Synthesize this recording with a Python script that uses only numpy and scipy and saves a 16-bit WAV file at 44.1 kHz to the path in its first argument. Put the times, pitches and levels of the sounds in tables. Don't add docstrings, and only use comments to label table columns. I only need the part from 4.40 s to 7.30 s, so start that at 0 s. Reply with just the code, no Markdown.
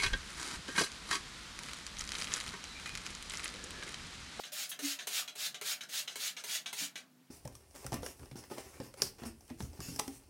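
import sys
import numpy as np
from scipy import signal
from scipy.fft import rfft, irfft, next_fast_len
from scipy.io import wavfile
from scipy.ndimage import uniform_filter1d, map_coordinates

SR = 44100
rng = np.random.default_rng(int(sys.argv[2]) if len(sys.argv) > 2 else 0)


def pcm_store(signal):
    levels = np.round(np.clip(np.atleast_2d(signal), -1, 1) * 32767)
    wavfile.write(sys.argv[1], SR, levels.astype(np.int16).T)


def elevation(decibels):
    levels = np.asarray(decibels, float)
    return 10 ** (levels / 20)


N = 127890

# start in seconds, peak in dB, level of the low knock under it in dB.
PRESSES = [
    (.128, -47, -17),
    (.39, -30.5, -8),
    (.67, -25, -12),
    (.953, -38, -7),
    (1.212, -29, -7),
    (1.492, -38.5, -21),
    (1.756, -27, -13),
    (2.038, -30, -12.5),
    (2.328, -29, -14),
]
# start in seconds, peak in dB, suction against the peak in dB,
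# suction length in seconds.
RETURNS = [
    (0.035, -31, -9, 0.04),
    (0.3153, -26.5, -18, 0.032),
    (0.5887, -29, -10, 0.042),
    (0.8771, -30, -7, 0.017),
    (1.1438, -30.5, -8, 0.013),
    (1.4075, -28.5, -11, 0.031),
    (1.6757, -27, -11.5, 0.052),
    (1.9665, -31, -4.5, 0.031),
    (2.2592, -25.5, -11.5, 0.034),
    (2.5562, -28, -9.5, 0.034),
]
# frequency in Hz, width in Hz, level in dB.
PUMP_HEAD = [(1640, 160, -6), (2210, 280, 1), (2890, 290, -2), (3260, 140, 1.5), (3850, 120, -8.5),
             (4005, 135, 8), (6330, 340, -1.5), (8550, 500, -8)]


def unit(x):
    return x / np.sqrt(np.mean(x ** 2) + 1e-20)


def along(points, hz):
    f, v = np.transpose(points)
    return np.interp(np.log(hz + 1), np.log(f + 1), v)


def wobble(rate):
    points = rng.standard_normal(int(N * rate / SR) + 4)
    return map_coordinates(points, [np.arange(N) * rate / SR])


def coloured(x, spectrum, peaks=(), share=0):
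    m = next_fast_len(len(x) + 8192)
    f = np.fft.rfftfreq(m, 1 / SR)
    lift = 1
    for centre, width, db in peaks:
        lift = lift + share * elevation(db) * 1j * f * width / (centre * centre - f * f + 1j * f * width)
    return unit(irfft(rfft(x, m) * elevation(along(spectrum, f)) * lift, m)[:len(x)])


def patchy(db):
    z = signal.stft(rng.standard_normal(N + 512), nperseg=256)[2]
    field = uniform_filter1d(rng.standard_normal(z.shape), 5, 0)
    field = uniform_filter1d(field, 6, 1)
    return unit(signal.istft(z * elevation(db * unit(field)), nperseg=256)[1][:N])


def gritty(per_s, db):
    spikes = (rng.random(N) < per_s / SR) * rng.standard_normal(N)
    return patchy(1.2) + elevation(db) * unit(spikes)


def decaying_tones(rows):
    t, total = np.arange(N) / SR, np.zeros(N)
    for s, swell, db, hz, t60 in rows:
        onset = np.sin(np.pi / 2 * np.clip((t - s) / swell, 0, 1)) ** 2
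        decay = elevation(db - 60 * np.clip(t - s - swell, 0, 3) / t60)
        total += onset * decay * np.sin(2 * np.pi * hz * (t - s))
    return total


def mist():
    # start in seconds, pressure rise in seconds, hold in seconds, full hiss in dB,
    # first hiss below full in dB.
    strokes = [
        (.001, 0.0015, 0.0016, -46, -30),
        (0.118, 0.082, 0.041, -39.5, 5.5),
        (0.388, 0.063, 0.074, -37, 19),
        (0.668, 0.089, .04, -35, 13.5),
        (0.953, 0.062, 0.049, -37.5, 15),
        (1.212, 0.067, 0.044, -36, 17.5),
        (1.486, 0.066, 0.046, -37, 17.5),
        (1.755, 0.076, 0.049, -37.5, 14),
        (2.039, 0.076, 0.047, -36, 18),
        (2.328, 0.077, .04, -37.5, 16),
    ]
    # start in seconds, rise in seconds, hold in seconds, level in dB.
    spits = [
        (.122, .011, .004, -42),
        (.2885, .006, .012, -39.5),
    ]
    # frequency in Hz, level in dB.
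    jet_colour = [(180, -62), (300, -30.5), (433, -26.5), (624, -14.5), (1080, -19), (1320, -10),
                  (3950, -2.5), (6620, -6.5), (16000, -18)]
    fizz_colour = [(1500, -19), (4000, -4), (6800, -1.5), (9000, -0.5), (13500, -1.5), (16000, 0)]
    # frequency in Hz, width in Hz, level in dB.
    nozzle = [(3760, 28, -22.5), (5170, 32, -36.5), (6700, 150, 0), (8800, 220, -12.5), (12800, 600, -9)]
    open_s, ebb_db_per_s = 0.0035, 522
    fizz_db, fizz_swell, fizz_ebb = -9, 0.95, 3.3
    t, flow, fine = np.arange(N) / SR, np.zeros(N), np.zeros(N)
    for s, rise, hold, db, first in strokes:
        u = t - s
        opening = np.clip(u / open_s, 0, 1)
        swell = first * (np.sin(np.pi / 2 * np.clip(u / rise, 0, 1)) ** 2 - 1)
        ebb = ebb_db_per_s * np.clip(u - rise - hold, 0, 1)
        flow += opening * elevation(db + swell - ebb)
        fine += opening * elevation(db + fizz_db + fizz_swell * swell - fizz_ebb * ebb)
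    for s, rise, hold, db in spits:
        fine += np.clip((t - s) / rise, 0, 1) * elevation(db - 2700 * np.clip(t - s - rise - hold, 0, 1))
    jet = coloured(gritty(2000, -11), jet_colour, nozzle, 0.8)
    fizz = coloured(gritty(3300, -9), fizz_colour)
    flutter_db = 0.7 * (0.76 * wobble(25.55) + wobble(300))
    return elevation(1 + flutter_db) * (flow * jet + fine * fizz)


def rattle(events, colour, db):
    hold_s, chatter_t60, tick_db, tick_t60 = 0.0072, 0.049, 3, 0.005
    t, shape, ticks = np.arange(N) / SR, np.zeros(N), np.zeros(N)
    for s, peak, *_ in events:
        attack = np.clip((t - s) / 0.0011, 0, 1)
        shape += attack * elevation(peak - 60 * np.clip(t - s - hold_s, 0, 1) / chatter_t60)
        tick_s = s + 0.001
        ticks += (t > tick_s) * elevation(peak + tick_db - 60 * np.clip(t - tick_s, 0, 1) / tick_t60)
    chatter = elevation(1.35 * wobble(500)) * shape * coloured(gritty(2000, -3.5), colour, PUMP_HEAD, 1)
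    return elevation(db) * (chatter + ticks * coloured(rng.standard_normal(N), colour))


def press_clicks():
    # frequency in Hz, level in dB.
    click_colour = [(150, -38), (250, -9), (501, -5), (845, -5.5), (1790, -5), (5540, -8.5), (6250, -5.5),
                    (12800, -10), (16000, -19)]
    return rattle(PRESSES, click_colour, -8.5)


def return_clacks():
    # frequency in Hz, level in dB.
    clack_colour = [(150, -73), (250, -22), (3710, -0.5), (4570, -14), (6590, -6.5), (7570, -18.5),
                    (11900, -19.5), (16000, -37)]
    return rattle(RETURNS, clack_colour, -9.5)


def suction():
    # frequency in Hz, level in dB.
    gurgle_colour = [(150, -46), (250, -13), (761, -2), (938, -16), (1580, 5), (1790, -7), (6250, -1),
                     (13200, -18), (16000, -26)]
    t, shape = np.arange(N) / SR, np.zeros(N)
    for s, peak, db, length in RETURNS:
        shape += (t > s) * elevation(peak + db - 1040 * np.clip(t - s - length, 0, 1))
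    gurgle = coloured(gritty(2000, -16), gurgle_colour, PUMP_HEAD, 0.44)
    return elevation(-9.5 + 2.9 * wobble(150)) * shape * gurgle


def bottle():
    # frequency in Hz, level in dB, t60 in seconds.
    body = [(420, 3, .2), (605, -1, .09), (1050, -12, .05)]
    rows = []
    for s, peak, low in PRESSES:
        for hz, db, t60 in body:
            level = peak + low + db + rng.normal(0, 0.82) - 17.5
            rows.append((s, 0.004, level, hz, t60))
    return decaying_tones(rows)


def drops():
    # start in seconds, swell in seconds, level in dB, frequency in Hz, t60 in seconds.
    plops = [
        (.815, .012, -53, 1170, .15),
        (.578, .014, -57, 975, .12),
    ]
    return decaying_tones(plops)


def thumps():
    # start in seconds, swell in seconds, level in dB, frequency in Hz, t60 in seconds.
    knocks = [
        (.385, 0.0085, -55, 275, .25),
        (.12, 0.0076, -49.5, 605, 0.16),
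    ]
    room_ring = [
        (.413, .042, -34, 282, .17),
        (.49, .035, -58, 278, .22),
        (2.408, .014, -49, 283, .28),
        (2.408, .006, -52, 172, .22),
        (2.408, .006, -53, 222, .2),
    ]
    return decaying_tones(knocks) + decaying_tones(room_ring)


def bathroom(x):
    # frequency in Hz, t60 in seconds.
    tiles = [(300, 0.43), (800, 0.42), (2000, .2), (5500, 0.14), (14000, 0.15)]
    hop, lag = SR // 40, round(0.003 * SR)
    wet = np.zeros(N + 2 * SR)
    fade = signal.windows.hann(2 * hop, sym=False)
    padded = np.pad(x, (hop, 2 * hop))
    for i in range(0, N + hop, hop):
        hz, t, z = signal.stft(rng.standard_normal(SR // 3), SR, nperseg=128)
        t60 = along(tiles, hz)[:, None]
        tail = signal.istft(z * elevation(-60 * t / t60) / np.sqrt(t60), SR, nperseg=128)[1]
        answer = signal.fftconvolve(padded[i:i + 2 * hop] * fade, tail / np.linalg.norm(tail))
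        wet[i + lag:][:len(answer)] += answer
    return wet[hop:hop + N]


def hum(rows):
    t, total = np.arange(N) / SR, np.zeros(N)
    for hz, db, start, stop in rows:
        fade = np.clip(np.minimum(t - start + 0.12, stop - t) / 0.13, 0, 1)
        level = elevation(db + 2.5 * wobble(16))
        total += fade * level * np.sin(2 * np.pi * hz * t + 0.94 * wobble(30))
    return total


def background():
    # frequency in Hz, level in dB.
    air_colour = [(15, -90), (25, -56), (102, -25), (134, -13.5), (249, -6.5), (317, -15), (344, -15),
                  (439, -19), (16000, -32)]
    # frequency in Hz, peak level in dB, start in seconds, stop in seconds.
    fan = [(148.5, -75, 0, 4), (179.5, -80, 0, 4), (253, -69, 2.5, 4)]
    pipes = [(603, -70.5, 0, 1.75), (724, -70.5, 0, 1.55)]
    return elevation(-68.5) * coloured(patchy(1.4), air_colour) + hum(fan) + hum(pipes)


def scene():
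    pump = mist() + press_clicks() + return_clacks() + suction()
    near = 0.65 * pump + bottle() + drops()
    walls = elevation(-3.5) * bathroom(pump)
    return (near + walls + thumps() + background())[None]


def roll_off(x):
    return signal.sosfilt(signal.butter(12, 16760, fs=SR, output="sos"), x)


def record(dry):
    low_cut_hz, shelf_hz, shelf_db, top_hz = 99, 15900, -37, 16600
    m = next_fast_len(N + 4096)
    f = np.fft.rfftfreq(m, 1 / SR)
    ratio = f / low_cut_hz
    bass_cut = (1j * ratio) ** 2 / (1 + 1.4j * ratio - ratio ** 2)
    treble_cut = np.where(f < shelf_hz, 1, elevation(shelf_db)) * (f < top_hz)
    kept = irfft(rfft(dry, m) * bass_cut * treble_cut, m)[:, :N]
    return roll_off(kept)


dry = scene()
out = record(dry)
pcm_store(out)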